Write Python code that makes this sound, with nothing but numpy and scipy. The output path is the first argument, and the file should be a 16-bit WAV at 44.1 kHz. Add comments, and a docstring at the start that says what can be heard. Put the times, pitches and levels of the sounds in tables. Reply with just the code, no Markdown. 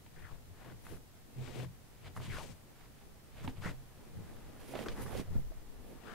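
"""A quiet carpeted room, heard by a stereo microphone near the floor. A hand and a cat's paws brush
the carpet in grainy swishes, and its ribs add a band of noise that glides with the stroke's speed.
Claws and caught fibres tick. Paws and palms land with soft thuds, and shifting weight booms in the
floorboards and shakes the microphone, whose stand is knocked once. Room tone and hiss lie under all."""
import sys
import numpy as np
from scipy import signal
from scipy.fft import rfft, irfft, next_fast_len
from scipy.io import wavfile
from scipy.ndimage import map_coordinates

SR = 44100
rng = np.random.default_rng(int(sys.argv[2]) if len(sys.argv) > 2 else 0)


def master(y):
    """Save y as 16-bit WAV."""
    cut = np.clip(np.atleast_2d(y).T, -1, 1)
    pcm = np.round(cut * 32767)  # scale
    wavfile.write(sys.argv[1], SR, pcm.astype(np.int16))


N = 270765

# Brush strokes: (start [s], rise [s], hold [s], pile [dB], loops [dB], fibres [dB], fur [dB],
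# pan left [dB])
STROKES = [(.12, 0.086, 0.15, -69, -72, -81, -89, 12), (.56, 0.068, 0.095, -60.5, -67, -79, -91, 6.5),
           (.81, 0.045, .11, -68, -71, -70, -66.5, 9.5), (.87, .02, 0.042, -63, -66.5, -72, -72, 6),
           (1.37, 0.072, 0.1, -65.5, -61, -66, -78, 10), (1.455, .015, .015, -63, -65, -69, -80, 13),
           (1.53, 0.024, 0.09, -62.5, -57.5, -63, -69, 10), (2.03, 0.04, 0.0093, -58.5, -56, -67, -80, 1),
           (2.15, 0.017, .012, -58, -68, -63, -61.5, 1), (2.195, 0.027, 0.049, -60.5, -56, -61.5, -66, 1.5),
           (2.26, 0.071, 0.059, -67, -53.5, -59, -64, 5), (2.36, 0.026, 0.053, -62, -58.5, -58.5, -65, 8),
           (2.44, 0.011, 0.07, -69, -65.5, -63, -73, 9.5), (2.72, 0.082, 0.054, -66.5, -69, -77, -81, -2),
           (2.965, .02, 0.036, -75, -72, -90, -85, -1), (3.34, 0.045, .03, -62, -60.5, -71, -73, -0.5),
           (3.425, 0.016, 0.011, -55.5, -60, -60.5, -67, 1.5), (3.47, .01, 0.024, -60.5, -62, -67, -68, 2),
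           (3.555, 0.018, 0.0069, -63.5, -62, -76, -85, -1),
           (3.61, 0.017, .085, -56.5, -57, -61, -65.5, 1.5), (3.635, 0.018, 0.024, -48, -56, -59.5, -72, 2),
           (4.57, 0.05, 0.037, -64, -66.5, -70, -67, -5), (4.66, 0.025, .045, -66, -62, -63, -61, -3.5),
           (4.73, 0.023, 0.033, -52, -54, -63, -64, -1), (4.775, 0.014, 0.05, -55, -55.5, -59.5, -62, -1.5),
           (4.855, 0.0066, 0.0072, -49.5, -63, -60, -72, -1), (4.885, .012, .03, -62, -57, -64, -70, 2),
           (4.945, 0.03, 0.038, -51.5, -61, -63, -64, 2.5), (5.01, 0.01, 0.017, -59, -60, -60, -52.5, -1),
           (5.04, 0.022, .03, -55.5, -70, -64.5, -62, -3),
           (5.09, 0.028, 0.035, -54.5, -59.5, -67, -60.5, -5),
           (5.13, 0.048, 0.029, -61, -53.5, -56, -58, -1.5), (5.29, 0.058, .025, -64, -72, -74, -82, 8),
           (5.8, 0.072, 0.051, -72, -74, -85, -72, -8), (6.0, 0.086, 0.057, -59.5, -62.5, -71, -95, 13.5)]
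# Release as the contact lifts: (pile [dB/s], loops [dB/s], fibres [dB/s], fur [dB/s])
STROKE_RELEASE = [500, 600, 600, 600]
# Body of the coarse pile: (frequency [Hz], level [dB])
PILE_EQ = [(350, -51), (600, 1.5), (1200, -2), (2000, -5), (2800, -30.5)]
# Rasp of the tight loops: (frequency [Hz], level [dB])
LOOPS_EQ = [(1600, -4.5), (2300, 2), (3500, -2), (5000, -9.5), (6500, -65)]
# Sizzle of single fibres: (frequency [Hz], level [dB])
FIBRES_EQ = [(3800, -5.5), (5200, -2), (7000, -3.5), (9000, -4.5), (11000, -39)]
# Airy top of the fur: (frequency [Hz], level [dB])
FUR_EQ = [(7500, -45), (9300, 8.5), (12000, 7.5), (15800, -1)]
# Glides across the ribs, one list a stroke: (time [s], rib rate [Hz], level [dB])
RIB_GLIDES = [
    [(.14, 1700, -97), (.165, 1690, -61.5), (.2, 1940, -68), (.25, 1710, -57.5), (.29, 1280, -59.5),
     (.33, 900, -66), (.36, 750, -97)],
    [(2.27, 2610, -84), (2.3, 2350, -53.5), (2.34, 1560, -50.5), (2.385, 1140, -51), (2.42, 815, -55),
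     (2.455, 607, -63), (2.48, 500, -95)],
    [(3.61, 1210, -80), (3.64, 1460, -49.5), (3.665, 1650, -46.5), (3.69, 1990, -51.5), (3.72, 1700, -73),
     (3.74, 1500, -101)],
    [(6.02, 1100, -76), (6.06, 1300, -61), (6.14, 1430, -51.5)],
]
# Claw and fibre ticks: (time [s], ring [dB], pitch [Hz], snap [dB], snap top [Hz], pan left [dB])
TICKS = [(.064, -51, 960, -52, 4000, 10), (0.867, -51, 1310, -41, 2840, -4),
         (.97, -65, 1500, -54, 2500, -1), (1.476, -54, 900, -42.5, 2730, 4), (1.6, -48, 700, -44, 2800, 2),
         (1.627, -51, 800, -51, 2700, 4), (1.645, -46, 1090, -50, 2760, 1),
         (2.165, -35, 1170, -52, 3280, 0), (2.174, -37, 955, -40, 2140, 0), (2.201, -48, 805, -44, 1500, 0),
         (2.384, -38.5, 590, -46, 2500, -1), (3.445, -55, 600, -41, 1800, -2),
         (3.477, -33.5, 900, -36.5, 3280, -7), (3.622, -45, 915, -49, 3000, 0),
         (3.648, -37, 1770, -39, 2470, -1), (3.662, -38, 520, -46, 2400, 1),
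         (4.738, -34, 700, -50, 2400, -7), (4.753, -31, 620, -38, 2900, -6),
         (4.79, -34.5, 583, -42.5, 3400, -9), (4.861, -34, 1260, -41, 2280, 4),
         (4.8845, -34.5, 1600, -35, 5170, 2.5), (5.064, -41.5, 1160, -53, 2100, 9),
         (5.13, -37, 730, -47, 1500, -7), (5.152, -36, 533, -46, 1500, -13),
         (5.195, -43, 1080, -50, 3500, -14), (5.284, -49, 600, -65, 1500, -13),
         (5.355, -47, 526, -66, 1200, 12), (5.52, -46.5, 648, -68, 1500, -13)]
# Stereo image through the air: (frequency [Hz], left-right correlation [-1..1])
AIR_IMAGE = [(640, 0.85), (1500, 0.64), (3500, 0.53), (8000, 0.55), (15000, -0.69)]

# Weight shifts: (start [s], rise [s], hold [s], press [dB], main board [dB], other boards [dB],
# shake [dB], pan left [dB])
SHIFTS = [(0.14, 0.035, 0.075, -63.5, -59, -56, -51.5, 4), (0.299, 0.016, 0.015, -57.5, -53, -55, -47, 5),
          (0.465, 0.037, 0.015, -68, -71, -57, -65, 2), (0.573, .02, .03, -59, -70, -70, -63, -3),
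          (0.637, 0.034, 0.063, -55.5, -55.5, -48, -61, 2.5),
          (0.861, 0.063, 0.011, -51.5, -53.5, -46.5, -49, -2.5),
          (1.368, 0.016, 0.036, -51.5, -40, -55, -49, 0.5),
          (1.459, 0.023, 0.029, -49.5, -52, -56, -55, -3.5),
          (1.517, 0.036, 0.082, -47, -50.5, -49.5, -60, -0.5), (1.57, 0.019, 0.022, -59, -43, -60, -62, 3),
          (1.635, 0.023, 0.036, -70, -52, -53.5, -65, -1), (2.024, 0.045, 0.024, -57, -59, -52, -52, 1.5),
          (2.15, 0.029, 0.055, -53.5, -49.5, -47, -48, -0.5),
          (2.267, 0.045, 0.053, -53, -52, -41.5, -46.5, 3.5), (2.397, .02, 0.043, -54.5, -61, -56, -51, 2),
          (2.478, .02, 0.011, -58.5, -65, -50, -62, -1), (3.374, 0.1, 0.01, -49.5, -50.5, -45, -43, 1),
          (3.559, 0.033, .02, -64, -60, -44.5, -47, 5), (3.63, 0.032, 0.042, -47.5, -49, -48, -42, -2.5),
          (3.716, 0.033, 0.051, -71, -56.5, -64, -47, -3), (4.13, 0.053, 0.046, -58.5, -68, -45, -58, 2.5),
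          (4.277, 0.037, 0.026, -74, -66, -63, -56, -1), (4.41, .03, 0.046, -68, -65, -58, -55.5, -2),
          (4.661, 0.1, 0.076, -44.5, -60, -61, -69, -6), (4.849, 0.017, 0.016, -41, -62, -63, -48.5, 2),
          (4.887, .015, 0.042, -49.5, -70, -55, -41, -2), (4.958, 0.026, 0.064, -47, -50.5, -55, -48, -4),
          (5.045, 0.029, 0.013, -47, -55, -52, -55, -7), (5.106, 0.024, 0.07, -42.5, -51, -48, -48, -6.5),
          (5.269, 0.036, 0.032, -60, -55, -40.5, -40.5, 3.5), (5.336, 0.011, 0.022, -50, -49, -45, -39, 4),
          (5.378, .015, .015, -58, -50, -57, -38.5, 0), (5.42, .03, 0.059, -69, -73, -68, -44, 9),
          (5.545, 0.038, .35, -66.5, -78, -81, -50, 5), (5.824, 0.055, .1, -55.5, -69, -72, -58, -0.5),
          (6.0, 0.071, 0.089, -52, -70, -62.5, -59, 0.5)]
# Release as the floor settles: (press [dB/s], main board [dB/s], other boards [dB/s], shake [dB/s])
SHIFT_RELEASE = [350, 213, 236, 200]
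# Muffled press of pads into the pile: (frequency [Hz], level [dB])
PRESS_EQ = [(150, -17), (200, 5.5), (300, 0), (450, 0.5), (650, -11), (900, -13), (1250, -37)]
# Strongest floor mode: (pitch [Hz], width [Hz], level [dB])
MAIN_BOARD = [(127.03, 10.1, 0)]
# Other floor modes: (pitch [Hz], width [Hz], level [dB])
OTHER_BOARDS = [(88.2, 18.2, 5), (173.8, 21.7, -0.5)]
# Rumble of the shaken microphone: (frequency [Hz], level [dB])
SHAKE_EQ = [(8, 10.5), (20, 5.5), (45, 5.5), (70, -5.5), (100, -46.5)]
# Stereo image through the boards: (frequency [Hz], left-right correlation [-1..1])
FLOOR_IMAGE = [(25, -0.23), (60, 0.13), (100, -0.07), (140, 0.63), (200, -0.65), (245, 0.39), (290, 0.39),
               (380, 0.012), (650, 0.66)]
# Soft landings: (time [s], level [dB], pitch [Hz], t60 [s])
THUDS = [(1.359, -43.5, 147, 0.16), (1.655, -45.5, 126, 0.21), (2.28, -32.5, 139, 0.073),
         (2.508, -37, 131, 0.038), (3.445, -30, 151, 0.046), (3.478, -32.5, 266, 0.097),
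         (3.658, -28.5, 171, 0.066), (4.169, -42, 101, 0.17), (5.197, -27, 208, 0.03),
         (5.35, -29, 64, 0.066), (5.355, -27.5, 192, 0.032)]

# Faint restless shuffling between gestures: (time [s], level [dB])
SHUFFLE = [(0, -67), (.4, -65), (.8, -66), (1.2, -65.5), (1.75, -65), (2.0, -64), (2.6, -64), (2.9, -64.5),
           (3.2, -64), (3.75, -64), (4.0, -60.5), (4.3, -56.5), (4.6, -58.5), (5.25, -57.5), (5.5, -63.5),
           (5.7, -62.5), (5.95, -61), (6.14, -70)]
# Shuffling's send to the brush layers: (pile [dB], loops [dB], fibres [dB], fur [dB])
SHUFFLE_TO_BRUSH = [-7.5, -12.5, -18.5, -18]
# Shuffling's send to the floor: (press [dB], main board [dB], other boards [dB], shake [dB])
SHUFFLE_TO_FLOOR = [-0.58, -4.5, -3.1, 2.2]

# Envelope of the microphone's sway: (time [s], level [dB])
SWAY_LEVEL = [(0, -72), (.3, -61), (.5, -69), (.93, -54), (1.05, -70), (1.33, -66), (1.4, -65), (1.8, -66),
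              (2.55, -100), (3.35, -78), (3.48, -69), (3.85, -69), (4.2, -61), (4.8, -59), (5.05, -45),
              (5.28, -61), (5.37, -58), (5.6, -65), (6.14, -58)]
# Sub-bass of that sway: (frequency [Hz], level [dB])
SWAY_EQ = [(8, -10), (25, 14), (60, 5), (85, -13), (102, -0.5), (120, -10), (150, -30)]
# Free swings of the knocked stand: (pitch [Hz], level [dB], t60 [s])
STAND_MODES = [(33, -25, .3), (24.5, -33, .95)]
# Decay of the wall reflections: (frequency [Hz], t60 [s])
WALL_DECAY = [(200, 0.1), (2000, 0.029), (10000, 0.055)]
# Room tone and hiss: (frequency [Hz], level [dB])
ROOM_EQ = [(12, -66), (20, -9.5), (58, -2), (81, -5.5), (119, -4.5), (192, -10.5), (335, -19), (456, -24),
           (713, -19), (843, -20.5), (1050, -24), (4370, -27.5), (15800, -30.5)]
# Stereo image of the room tone: (frequency [Hz], left-right correlation [-1..1])
ROOM_IMAGE = [(60, 0.52), (240, 0.24), (950, -0.25), (3770, -0.11), (15000, 0.097)]

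OPPOSITE = np.array([[1], [-1]])  # left and right in opposite polarity


def strokes():
    """Skin and fur drag over the carpet: pile, loops, fibres and fur each hiss in their own range."""
    gains = gestures(STROKES, STROKE_RELEASE, SHUFFLE_TO_BRUSH, swell_db=11, sag_db_per_s=9)
    catch = amp(0.79 * wobble(240))  # fibres catch and slip together
    return sum(gain * spread(catch * grainy(500, depth_db=1.0), eq(colour), AIR_IMAGE)
               for gain, colour in zip(gains, (PILE_EQ, LOOPS_EQ, FIBRES_EQ, FUR_EQ)))


def ribs(width_octaves=0.45):
    """Ribs passing under a stroke sound a narrow band that follows its speed."""
    rib_hz, rib_db = curves(sum(RIB_GLIDES, []))
    friction = spread(grainy(200, depth_db=2.0), np.ones_like, AIR_IMAGE)
    hz, t, spectrum = signal.stft(friction, SR, nperseg=512)
    octaves = np.log2((hz[:, None] + 1) / np.interp(t, np.arange(N) / SR, rib_hz))
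    band = np.exp(-(octaves / width_octaves) ** 2) / np.sqrt(hz[:, None] + 1)
    glide = signal.istft(spectrum * band, SR, nperseg=512)[1][:, :N]
    return panned(5.0)[:, None] * amp(rib_db) * unit(glide)


def ticks(ring_t60_cycles=15.5, snap_t60_s=0.024, click_gain=1.9):
    """A caught loop of carpet lets go: a short ring and a sharp broad snap."""
    out, t = np.zeros((2, N + SR)), np.arange(SR // 20) / SR
    for start, ring_db, hz, snap_db, top_hz, pan_db in TICKS:
        ring = amp(ring_db - 60 * t * hz / ring_t60_cycles) * np.sin(2 * np.pi * hz * t)
        burst = amp(-60 * t / snap_t60_s) * rng.standard_normal(len(t))
        band = signal.butter(4, [600, top_hz], "bandpass", fs=SR, output="sos")
        crackle = signal.sosfilt(band, burst + click_gain * (t == 0))
        snap = amp(snap_db) * crackle / np.abs(crackle).max()
        out[:, round(start * SR):][:, :len(t)] += panned(pan_db)[:, None] * (ring + snap)
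    return out[:, :N]


def thuds(attack_s=0.00076, phase_rad=-0.58):
    """A paw or palm lands: one low push that rings briefly in the boards."""
    out, t = np.zeros((2, N + SR)), np.arange(SR // 2) / SR
    attack = 1 - np.exp(-t / attack_s)
    for start, db, hz, t60 in THUDS:
        tone = np.sin(2 * np.pi * hz * t + phase_rad * OPPOSITE)  # each capsule gets its own phase
        out[:, round(start * SR):][:, :len(t)] += amp(db - 60 * t / t60) * attack * tone
    return out[:, :N]


def weight_shifts(left_lead_s=7e-5):
    """Shifting weight presses the pile, sets the boards booming and shakes the capsules."""
    press = spread(grainy(90, depth_db=2.0), eq(PRESS_EQ), FLOOR_IMAGE)
    hum = spread(rng.standard_normal((2, N)), resonances(MAIN_BOARD), image=[(125, 0.38)])
    hum_envelope = np.abs(signal.hilbert(hum.mean(0)))
    hum = unit(hum / (hum_envelope + 1.44))  # soft compression: a driven board holds its level
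    boom = spread(grainy(30, depth_db=2.0), resonances(OTHER_BOARDS), FLOOR_IMAGE)
    shake = spread(rng.standard_normal((2, N)), eq(SHAKE_EQ), FLOOR_IMAGE)
    gains = gestures(SHIFTS, SHIFT_RELEASE, SHUFFLE_TO_FLOOR, swell_db=12.5, sag_db_per_s=17.5)
    floor = sum(gain * layer for gain, layer in zip(gains, (press, hum, boom, shake)))
    # sound in the boards reaches the left capsule first
    return filtered(floor, lambda hz: np.exp(1j * np.pi * hz * left_lead_s * OPPOSITE))


def microphone_rocking(knock_s=5.357):
    """The stand sways, pushing one capsule and pulling the other, and swings out after a knock."""
    sway = unit(filtered(rng.standard_normal(N), eq(SWAY_EQ)))
    t = np.clip(np.arange(N) / SR - knock_s, 0, None)
    swing = sum(amp(db - 60 * t / t60) * np.sin(2 * np.pi * hz * t) for hz, db, t60 in STAND_MODES)
    return (amp(curves(SWAY_LEVEL)[0]) * sway + swing) * OPPOSITE


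def walls(x, predelay_samples=300):
    """The room's short reverb; each frequency dies at its own speed."""
    hz, t, spectrum = signal.stft(rng.standard_normal((2, SR // 3)), SR, nperseg=256)
    decay = amp(-60 * t / along(WALL_DECAY, hz)[:, None])
    tail = signal.istft(spectrum * decay, SR, nperseg=256)[1]
    delayed = np.pad(x, ((0, 0), (predelay_samples, 0)))
    return signal.fftconvolve(delayed, tail / np.linalg.norm(tail[0]), axes=1)[:, :N]


def room_tone(level_db=-60.5):
    """A steady bed of air and microphone hiss."""
    return amp(level_db) * spread(rng.standard_normal((2, N)), eq(ROOM_EQ), ROOM_IMAGE)


def gestures(rows, releases, shuffle_sends, swell_db, sag_db_per_s):
    """Stereo envelope of each layer: events swell, sag and die away over the faint shuffling."""
    hop = 64
    t = np.arange(0, N, hop) / SR
    start, rise, hold, *levels_db, pan_db = np.transpose(rows)[..., None]
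    attack_db = -swell_db * np.clip(1 - (t - start) / rise, 0, None)
    sag_db = sag_db_per_s * np.clip(t - start - rise, 0, None)
    released_s = np.clip(t - start - rise - hold, 0, None)
    shuffle_db = np.interp(t, *np.transpose(SHUFFLE)) + 0.86 * wobble(12)[::hop]
    gains = []
    for db, release, send_db in zip(levels_db, releases, shuffle_sends):
        events = amp(db + attack_db - sag_db - release * released_s) * panned(pan_db)
        shuffle = amp(shuffle_db + send_db) * panned(0.5)[:, None]
        envelope = np.sqrt(np.sum(events ** 2, axis=1) + shuffle ** 2)
        gains.append(np.array([np.interp(np.arange(N) / SR, t, side) for side in envelope]))
    return gains


def grainy(rate, depth_db):
    """Two noises broken into the same grains: many small fibres catch and let go."""
    return rng.standard_normal((2, N)) * amp(depth_db * wobble(rate))


def wobble(rate):
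    """A smooth random curve, rate knots a second."""
    return map_coordinates(rng.standard_normal(int(N * rate / SR) + 4), [np.arange(N) * rate / SR])


def spread(pair, response, image):
    """Two unrelated signals, coloured and mixed as mid and side to the given stereo image, rms 1."""
    def mid_side(hz):
        angle = np.arccos(np.clip(along(image, hz), -1, 1)) / 2
        return response(hz) * [np.cos(angle), np.sin(angle)]
    mid, side = filtered(pair, mid_side)
    return unit(np.array([mid + side, mid - side]))


def resonances(modes):
    """Response of a set of modes in alternating polarity, applied twice for steep flanks."""
    return lambda hz: sum(
        (-1) ** k * amp(db / 2) * 1j * hz * width / (pitch ** 2 - hz ** 2 + 1j * hz * width)
        for k, (pitch, width, db) in enumerate(modes)) ** 2


def eq(points):
    """Response of an EQ curve drawn through (frequency [Hz], level [dB]) points."""
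    return lambda hz: amp(along(points, hz))


def filtered(x, response):
    """x through a complex frequency response."""
    size = next_fast_len(N + SR // 2)
    return irfft(rfft(x, size) * response(np.fft.rfftfreq(size, 1 / SR)), size)[..., :N]


def along(points, hz):
    """Breakpoints joined on a log frequency axis."""
    knots_hz, values = np.transpose(points)
    return np.interp(np.log(hz + 1), np.log(knots_hz + 1), values)


def curves(rows):
    """One automation curve for each column after the time."""
    times, *columns = np.transpose(rows)
    return [np.interp(np.arange(N) / SR, times, column) for column in columns]


def panned(pan_db):
    """Left and right gains; positive leans left."""
    return amp(np.array([pan_db / 2, -pan_db / 2]))


def amp(db):
    """Decibels to gain."""
    return 10 ** (np.asarray(db) / 20)


def unit(x):
    """Scaled to rms 1."""
    return x / np.sqrt(np.mean(x ** 2) + 1e-20)


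def scene():
    """The mix at floor level; only ticks and thuds feed the reverb."""
    hits = ticks() + thuds()
    reverb = amp(-9) * walls(hits)
    return hits + reverb + strokes() + ribs() + weight_shifts() + microphone_rocking() + room_tone()


def record(dry):
    """A brick-wall low-pass trims the very top."""
    return filtered(dry, lambda hz: hz < 15750)


dry = scene()
out = record(dry)
master(out)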